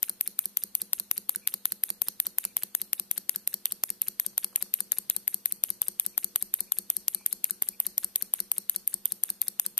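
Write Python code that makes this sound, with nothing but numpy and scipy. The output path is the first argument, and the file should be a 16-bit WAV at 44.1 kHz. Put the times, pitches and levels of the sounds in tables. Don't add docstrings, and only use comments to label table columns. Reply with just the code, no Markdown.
import sys
import numpy as np
from scipy import signal
from scipy.fft import rfft, irfft, next_fast_len
from scipy.io import wavfile
from scipy.ndimage import uniform_filter1d, minimum_filter1d, map_coordinates

SR = 44100
rng = np.random.default_rng(int(sys.argv[2]) if len(sys.argv) > 2 else 0)


def inscribe(sig):
    pcm = np.round(np.clip(np.atleast_2d(sig).T, -1, 1) * 32767)
    wavfile.write(sys.argv[1], SR, pcm.astype(np.int16))


def attenuation_scalar(level_db):
    decades = np.asarray(level_db, float) / 20
    return 10 ** decades


N = 431737


def along(points, hz):
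    f, v = np.transpose(points)
    return np.interp(np.log(hz + 1), np.log(f + 1), v)


def coloured(x, points):
    m = next_fast_len(x.shape[-1] + 1024)
    gain = attenuation_scalar(along(points, np.fft.rfftfreq(m, 1 / SR)))
    return irfft(rfft(x, m) * gain, m)[..., :x.shape[-1]]


def laid(times, sounds, db):
    energy = np.sum(sounds ** 2, axis=(1, 2)) / (.006 * SR)
    sounds = sounds * (attenuation_scalar(db - 2) / np.sqrt(energy))[:, None, None]
    at = np.round(times * SR).astype(int)[:, None] + np.arange(sounds.shape[2]) + SR
    sides = [np.bincount(at.ravel(), sounds[:, c].ravel(), N + 3 * SR) for c in (0, 1)]
    return np.array(sides)[:, SR:N + SR]


def tick(times, db, colour, ms, alike, pan_db, scatter_ms=0.22, fresh=0.95):
    t = np.arange(-128, 896) / SR
    draw = rng.standard_normal((len(times), 3, len(t)))
    draw = fresh * draw + (1 - fresh) * draw[0]
    noise = alike * draw[:, :1] + (1 - alike) * draw[:, 1:]
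    burst = noise * np.maximum(t, 0) * np.exp(-2000 * np.abs(t) / ms)
    late = scatter_ms * rng.standard_normal(len(times)) / 1000
    panned = coloured(burst, colour) * attenuation_scalar([[pan_db / 2], [-pan_db / 2]])
    return laid(times + late + t[0], panned, db)


def strength(times, usual_db, scatter_db, lively_db, lively):
    chance = rng.standard_normal(len(times))
    db = np.minimum(usual_db + scatter_db * chance, (usual_db + lively_db) / 2)
    db[lively] = lively_db + scatter_db / 4 * chance[lively]
    return db


# frequency in Hz, level in dB per Hz.
AIR_COLOUR = [(18, -57), (30, -27), (123, -14), (196, -8), (267, -10), (674, -17), (2310, -22.5),
              (4290, -15.5), (7750, -19.5), (8590, -14.5), (10600, -16.5), (11700, -13.5), (14000, -14)]
# frequency in Hz, left-right likeness from 0 to 1.
AIR_LIKENESS = [(60, 0.88), (130, 1), (300, 0.9), (640, 0.61), (1400, 0.82), (3100, 0.46), (7000, 0)]


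def air():
    m = next_fast_len(N)
    hz = np.fft.rfftfreq(m, 1 / SR)
    turn = np.arccos(np.clip(along(AIR_LIKENESS, hz), -1, 1)) / 2
    noise = rfft(rng.standard_normal((2, m))) * attenuation_scalar(along(AIR_COLOUR, hz))
    mid, side = irfft(noise * [np.cos(turn), np.sin(turn)], m)[:, :N]
    hush = np.array([mid + side, mid - side])
    return attenuation_scalar(-58) * hush / np.std(hush)


# frequency in Hz, level in dB.
HUM_LINES = [(240, -79.5), (360, -77.5), (480, -78.5)]


def mains_hum():
    t = np.arange(N) / SR
    return sum(attenuation_scalar(db + 2.5) * np.sin(2 * np.pi * hz * t + rng.uniform(0, 2 * np.pi))
               for hz, db in HUM_LINES)


# middle in seconds, level in dB, length in ms.
FAR_CHIRPS = [(.4, -62, 29), (1.432, -62, 17), (1.456, -60, 7.8), (2.48, -67, 12), (2.508, -66, 21),
              (4.58, -66, 13), (6.146, -62, 13), (6.685, -64, 20), (7.198, -66, 70), (7.741, -61, 19),
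              (8.25, -66, 10)]


def far_chirp():
    t = np.arange(N) / SR
    fuzz = coloured(rng.standard_normal(N), [(1900, -50), (2330, 2), (2530, -3), (3000, -29)])
    swell = sum(attenuation_scalar(db) * np.exp(-(2000 * (t - s) / ms) ** 2 / 2) for s, db, ms in FAR_CHIRPS)
    return swell * fuzz / np.std(fuzz)


# start in seconds, level in dB.
GRIP_SHIFTS = [
    (4.467, -64),
    (4.528, -56.5),
    (4.546, -60),
    (4.573, -53),
    (4.66, -64),
    (4.24, -64),
    (4.33, -67),
    (7.209, -57),
]
# frequency in Hz, level in dB per Hz.
KNOCK_COLOUR = [(70, -43), (150, -10), (400, -7), (800, -1.5), (1200, -3), (2200, -17)]


def camera_grip():
    s, db = np.transpose(GRIP_SHIFTS)
    return tick(s, db + 6.0, KNOCK_COLOUR, ms=3.9, alike=0.71, pan_db=0.0)


# delay in ms, level in dB.
NEAR_WALLS = [(6, -42), (10.5, -38), (20.5, -36), (25, -38), (31, -39), (38.5, -38)]
# frequency in Hz, time to fall 60 dB in seconds.
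ROOM_FADE = [(200, 0.58), (2000, 0.44), (5000, 0.33), (10000, 0.25), (14000, 0.27)]
# frequency in Hz, level in dB.
ROOM_COLOUR = [(200, 6.5), (1000, 2.5), (3000, 2), (4500, 1), (7500, 4.5), (12000, -1), (14200, 0),
               (14600, -22)]


def room(x, places=5):
    t = np.arange(SR // 2) / SR
    source = x.mean(axis=0)
    where = np.linspace(0, places - 1, N)
    wet = np.zeros((2, N))
    for place in range(places):
        hz, s, z = signal.stft(rng.standard_normal((2, len(t))), SR, nperseg=256)
        fade = attenuation_scalar(-60 * s / along(ROOM_FADE, hz)[:, None])
        tail = signal.istft(z * fade, SR, nperseg=256)[1][:, :len(t)]
        lumps = map_coordinates(rng.standard_normal(400), [t * 700], order=1)
        tail = tail * (1 - np.exp(-np.maximum(t - .003, 0) / 0.012)) * attenuation_scalar(lumps)
        tail = attenuation_scalar(-17.0) * tail / np.linalg.norm(tail[0])
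        for ms, db in NEAR_WALLS:
            tail[:, round(ms * SR / 1000):][:, :8] += attenuation_scalar(db - 3) * rng.standard_normal((2, 8))
        share = np.sqrt(np.clip(1 - np.abs(where - place), 0, 1))
        wet += signal.fftconvolve((share * source)[None], tail, axes=1)[:, :N]
    return coloured(wet, ROOM_COLOUR)


# frequency in Hz, level in dB, time to fall 60 dB in seconds.
BASE_MODES = [(164.5, -103, 0.032), (190.5, -60.5, 0.27), (203.7, -59, 0.33), (252, -64, 0.055),
              (358.2, -57, 0.11), (384, -68.5, 0.19), (485.5, -63.5, 0.08), (613, -69, 0.042)]


def base(opened):
    t = np.arange(SR // 2) / SR
    knock = sum(attenuation_scalar(db - 60 * t / t60) * np.sin(2 * np.pi * hz * t) for hz, db, t60 in BASE_MODES)
    knock = knock * (1 - np.exp(-t / 0.0029))
    blows = np.zeros(N)
    blows[np.round((opened + .0048) * SR).astype(int)] = attenuation_scalar(rng.standard_normal(len(opened)))
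    return signal.fftconvolve(blows, knock)[:N] * attenuation_scalar([[4.6], [5.4]])


# frequency in Hz, level in dB per Hz.
BOUNCE_COLOUR = [(400, -5), (1500, 0.5), (3500, 12), (6000, -4), (9000, -4), (12000, 11), (15000, -4)]
CAM_COLOUR = [(500, -3.5), (1500, -6), (3800, 11.5), (5500, -47), (9000, -15), (12000, -13), (15000, -18)]
PIN_COLOUR = [(500, -40), (1600, 1), (3500, -9), (5700, -6), (7500, -0.5), (9000, 3), (12000, -10),
              (15000, -4)]
LANDING_COLOUR = [(800, -1), (2500, -43), (4300, 12.5), (5000, 7.5), (5700, -4), (6800, -2), (10000, 8),
                  (15000, -26)]
SCRAPE_COLOUR = [(350, -0.5), (850, -9), (1500, 0), (2500, -4), (4000, 3), (5700, 1.5), (7000, -1.5),
                 (12000, 6.5), (15000, -13)]
LIVELY_BOUNCES = [0, 8, 14, 20, 27, 28, 32, 41, 42, 52, 54]
LIVELY_CAMS = [10, 11, 12, 18, 20, 24, 25, 26, 43]
LIVELY_PINS = [4, 7, 10, 11, 12, 13, 14, 24, 25, 41, 44, 51]
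LIVELY_LANDINGS = [0, 8, 17, 22, 24, 25, 26, 39, 44, 49]


def linkage(shut, ring_db, opened):
    bounce_db = strength(shut, usual_db=-56.5, scatter_db=5.5, lively_db=-45, lively=LIVELY_BOUNCES)
    cam_db = strength(opened, usual_db=-49.5, scatter_db=2.5, lively_db=-47, lively=LIVELY_CAMS)
    pin_db = strength(opened, usual_db=-47.5, scatter_db=7.5, lively_db=-42.5, lively=LIVELY_PINS)
    landing_db = strength(opened, usual_db=-48, scatter_db=3.8, lively_db=-45.5, lively=LIVELY_LANDINGS)
    return (tick(shut - .0068, ring_db - 31.0, BOUNCE_COLOUR, ms=6.7, alike=0.14, pan_db=8.0)
            + tick(shut + .013, bounce_db, SCRAPE_COLOUR, ms=7.3, alike=0.68, pan_db=-2.0, scatter_ms=0.93)
            + tick(shut + .0105, bounce_db + 7, BOUNCE_COLOUR, ms=0.72, alike=0.64, pan_db=-2.0)
            + tick(opened - .0165, cam_db + 1.5, CAM_COLOUR, ms=0.86, alike=0.83, pan_db=-1.5)
            + tick(opened - .0102, pin_db + 7.0, PIN_COLOUR, ms=0.87, alike=0.84, pan_db=1.5)
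            + tick(opened + 0.0042, landing_db + 6.5, LANDING_COLOUR, ms=1.87, alike=0.92, pan_db=-3.0)
            + tick(opened - .016, cam_db + 7.0, SCRAPE_COLOUR, ms=20, alike=0.93, pan_db=7.0, scatter_ms=1.5)
            + tick(opened - .002, landing_db + 9.5, SCRAPE_COLOUR, ms=4.5, alike=0.61, pan_db=11.5,
                   scatter_ms=2.4))


# time in seconds, turns per second.
FLYWHEEL_SPEED = [(0, 5.5379), (1.4, 5.5366), (1.9, 5.5067), (2.4, 5.4356), (2.8, 5.5108), (3.9, 5.5342),
                  (4.2, 5.5316), (5.3, 5.5805), (6.1, 5.5322), (7.3, 5.5386), (7.9, 5.6059), (9.8, 5.5175)]
# time in seconds, level of the shut snap in dB,
# level of the open snap in dB, dull part of the shut snap in dB, dull part of the open snap in dB.
SNAP_LEVELS = [(0, -13.5, -18.5, 2, -3.5), (1.4, -13.5, -19.5, 0.5, 3), (2.2, -13, -17.5, 0, 6.5),
               (2.9, -14.5, -19, 0.5, 4.5), (3.9, -14.5, -18.5, 1, 3), (4.7, -12.5, -16.5, 1.5, 2.5),
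               (6, -13, -16.5, 0.5, -5), (7.8, -13, -16.5, 2, -4), (8.9, -13, -17, -4.5, -5.5),
               (9.8, -13.5, -17.5, 2, 1)]


def snaps():
    shut_angle, open_angle = .161, .5248
    t = np.arange(N) / SR
    turned = np.cumsum(np.interp(t, *np.transpose(FLYWHEEL_SPEED))) / SR
    shut = np.interp(np.arange(shut_angle, turned[-1]), turned, t)
    opened = np.interp(np.arange(open_angle, turned[-1]), turned, t)
    s, shut_db, open_db, shut_dull, open_dull = np.transpose(SNAP_LEVELS)
    return ((shut, np.interp(shut, s, shut_db), np.interp(shut, s, shut_dull)),
            (opened, np.interp(opened, s, open_db), np.interp(opened, s, open_dull)))


# time in seconds, place from 0 (side) to 1 (front).
CAMERA_PATH = [
    (0, 0.14),
    (1, -0.27),
    (2.4, -0.45),
    (3.2, 0.78),
    (4.5, 1.17),
    (6, 1.29),
    (9.8, 0.97),
]


def snap(times, db, modes, rise_ms, stop_ms, loose):
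    t = np.arange(600) / SR
    hz, width, *levels = np.transpose(modes)
    side, front = np.reshape(levels, (2, 2, -1))
    seen = np.interp(times, *np.transpose(CAMERA_PATH))[:, None, None]
    chance = rng.standard_normal((len(times), 2, 2, len(hz)))
    start, turn = rng.uniform(0, 2 * np.pi, (2, 2, len(hz)))
    gain = attenuation_scalar(side + seen * (front - side) + 2.85 * chance[:, 0])
    phase = start + 0.54 * seen * turn + loose * chance[:, 1]
    rise = (1 - np.exp(-1000 * t / rise_ms)) ** 2
    stilled = hz[:, None] / 48000.0 + np.exp(-(1000 * t / stop_ms) ** 3)
    shape = rise * stilled * np.exp(-1.6 * width[:, None] * t)
    ring = shape * np.sin(2 * np.pi * hz[:, None] * t + phase[..., None])
    return laid(times, np.sum(gain[..., None] * ring, axis=2), db)


LIVELY_THUDS = [3, 11, 22, 27, 28, 31, 32, 38, 39, 42, 43, 44, 49, 50, 52, 53]


def thud(times, ms, unlike_db):
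    t = np.arange(-128, 128) / SR
    alike_db = strength(times, usual_db=-50, scatter_db=8, lively_db=-44, lively=LIVELY_THUDS)
    alike = attenuation_scalar(alike_db) * np.sign(rng.standard_normal(len(times)))
    unlike = attenuation_scalar(unlike_db) * rng.standard_normal(len(times))
    sizes = np.transpose([alike + unlike, alike - unlike])
    push = sizes[..., None] * np.exp(-(1000 * t / ms) ** 2)
    return laid(times + t[0] + .001, push, 10 * np.log10(np.mean(sizes ** 2, axis=1)))


# frequency in Hz, width in Hz, left and right level
# in dB from the side, left and right level in dB from the front.
SHUT_RING = [(6900, 380, -20, -20, -13, -16), (8650, 380, -10, -11, -6, -11),
             (9450, 380, -11, -11, -10, -6), (10250, 380, -7, -9, -7, -6), (11500, 380, 3, 0, 6, -3),
             (11950, 380, -7, -9, 3, -5), (12900, 380, -4, -9, -2, -7), (14000, 380, 3, -2, -2, -1)]
OPEN_RING = [(4200, 380, -22, -22, -22, -20), (5500, 380, -23, -25, -21, -20),
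             (6800, 380, -30, -27, -21, -23), (8600, 380, -16, -16, -6, -16),
             (9500, 380, -17, -13, -8, -11), (10450, 380, -7, -14, -8, -16), (11500, 380, -11, -7, 0, -15),
             (12800, 380, -6, -7, 0, -11), (13300, 380, -6, -14, -6, -6), (14100, 380, -16, -21, -15, -18)]
# frequency in Hz, level in dB per Hz.
CRACK_COLOUR = [(500, -44), (1300, 0), (3000, 3.5), (5000, 3), (8000, 3.5), (16000, 1.5)]
SHUT_TO_WALLS = [(500, -26), (3000, -24.5), (6800, -22), (7700, -22), (8600, -11.5), (10300, -4),
                 (11600, 3), (12400, -5.5), (14000, -10.5)]
OPEN_TO_WALLS = [(500, -20.5), (3000, -36), (4300, -10), (5000, -20), (6000, -11), (7600, -21.5),
                 (8700, -13), (11500, 2), (13000, -4), (14200, -7.5)]
LIVELY_CRACKS = [5, 6, 8, 9, 12, 18, 21]
LIVELY_KNOCKS = [5, 6, 9, 11, 13, 14, 15, 17, 18, 19, 21, 24, 34, 35, 42, 43, 46, 47, 53]


def switch(shut, ring_db, dull_db, opened, release_db, slap_db):
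    ring = (snap(shut, ring_db, SHUT_RING, rise_ms=0.92, stop_ms=2.08, loose=0.12)
            + snap(opened, release_db, OPEN_RING, rise_ms=.3, stop_ms=2.7, loose=.3))
    crack_db = dull_db + strength(shut, usual_db=-31, scatter_db=2.5, lively_db=-28.5, lively=LIVELY_CRACKS)
    knock_db = 0.84 * dull_db + strength(shut, usual_db=-45.5, scatter_db=5.5, lively_db=-38,
                                         lively=LIVELY_KNOCKS)
    slap_db = release_db + slap_db
    crack = (tick(shut, crack_db + 6.5, CRACK_COLOUR, ms=0.79, alike=0.17, pan_db=4.0,
                  scatter_ms=0.043, fresh=0.83)
             + tick(shut, knock_db + 4.5, KNOCK_COLOUR, ms=0.84, alike=0.27, pan_db=10.0, scatter_ms=0.18)
             + thud(shut, ms=0.48, unlike_db=-45.5)
             + tick(opened, slap_db - 18, CRACK_COLOUR, ms=0.76, alike=0.61, pan_db=-11.5, scatter_ms=0.049)
             + tick(opened, slap_db - 25.5, KNOCK_COLOUR, ms=0.76, alike=0.16, pan_db=-14.5, scatter_ms=0.24))
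    spread = (tick(shut, ring_db - .5, SHUT_TO_WALLS, ms=0.31, alike=0.64, pan_db=-10.0,
                   scatter_ms=0, fresh=0.16)
              + tick(opened, release_db - .5, OPEN_TO_WALLS, ms=0.28, alike=1.0, pan_db=16,
                     scatter_ms=0, fresh=0.17))
    return ring + crack, spread + attenuation_scalar(-6.0) * ring


def scene():
    shut, opened = snaps()
    direct, spread = switch(*shut, *opened)
    slack = linkage(*shut[:2], opened[0])
    engine = direct + slack + base(opened[0])
    background = air() + mains_hum() + far_chirp() + camera_grip()
    return engine + room(spread + slack) + background


def starved(x, size, band, lo_hz, hi_hz, weak):
    hz, _, z = signal.stft(x, SR, nperseg=size)
    power = np.add.reduceat(np.sum(np.abs(z) ** 2, axis=0), np.arange(0, len(hz), band), axis=0)
    drop = np.repeat(weak(10 * np.log10(power + 1e-14)), band, axis=0)[:len(hz)]
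    drop &= ((hz > lo_hz) & (hz < hi_hz))[:, None]
    return signal.istft(z * ~drop, SR, nperseg=size)[1][:, :N]


def faint(db, margin_db, calm_db, whim_db):
    loudest = db.max(axis=0)
    calm = loudest < np.median(loudest) + calm_db
    whim = whim_db * uniform_filter1d(rng.standard_normal(db.shape), size=5, axis=1)
    lower = db - uniform_filter1d(db, size=7, axis=0) + whim
    return (uniform_filter1d(np.where(calm, lower, 0), size=3, axis=1) < -margin_db) & calm


def overshadowed(db):
    loudest_near = -minimum_filter1d(-db.max(axis=0), size=7)
    return db + 5 * rng.standard_normal(db.shape) < loudest_near - 47


def top_cut(x):
    return signal.sosfilt(signal.butter(12, 16470, fs=SR, output="sos"), x)


# frequency in Hz, level in dB.
BAND_EDGE = [(14220, 0), (14320, -12), (14700, -6), (15300, -12), (16300, -23), (16800, -50)]


def record(dry):
    x = coloured(dry, BAND_EDGE)
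    x = starved(x, size=1024, band=5, lo_hz=2900, hi_hz=8000,
                weak=lambda db: faint(db, margin_db=1.7, calm_db=11, whim_db=5))
    x = starved(x, size=256, band=4, lo_hz=2550, hi_hz=7500, weak=overshadowed)
    x = starved(x, size=256, band=4, lo_hz=14100, hi_hz=20000, weak=lambda db: db < -66)
    return top_cut(x)


dry = scene()
out = record(dry)
inscribe(out)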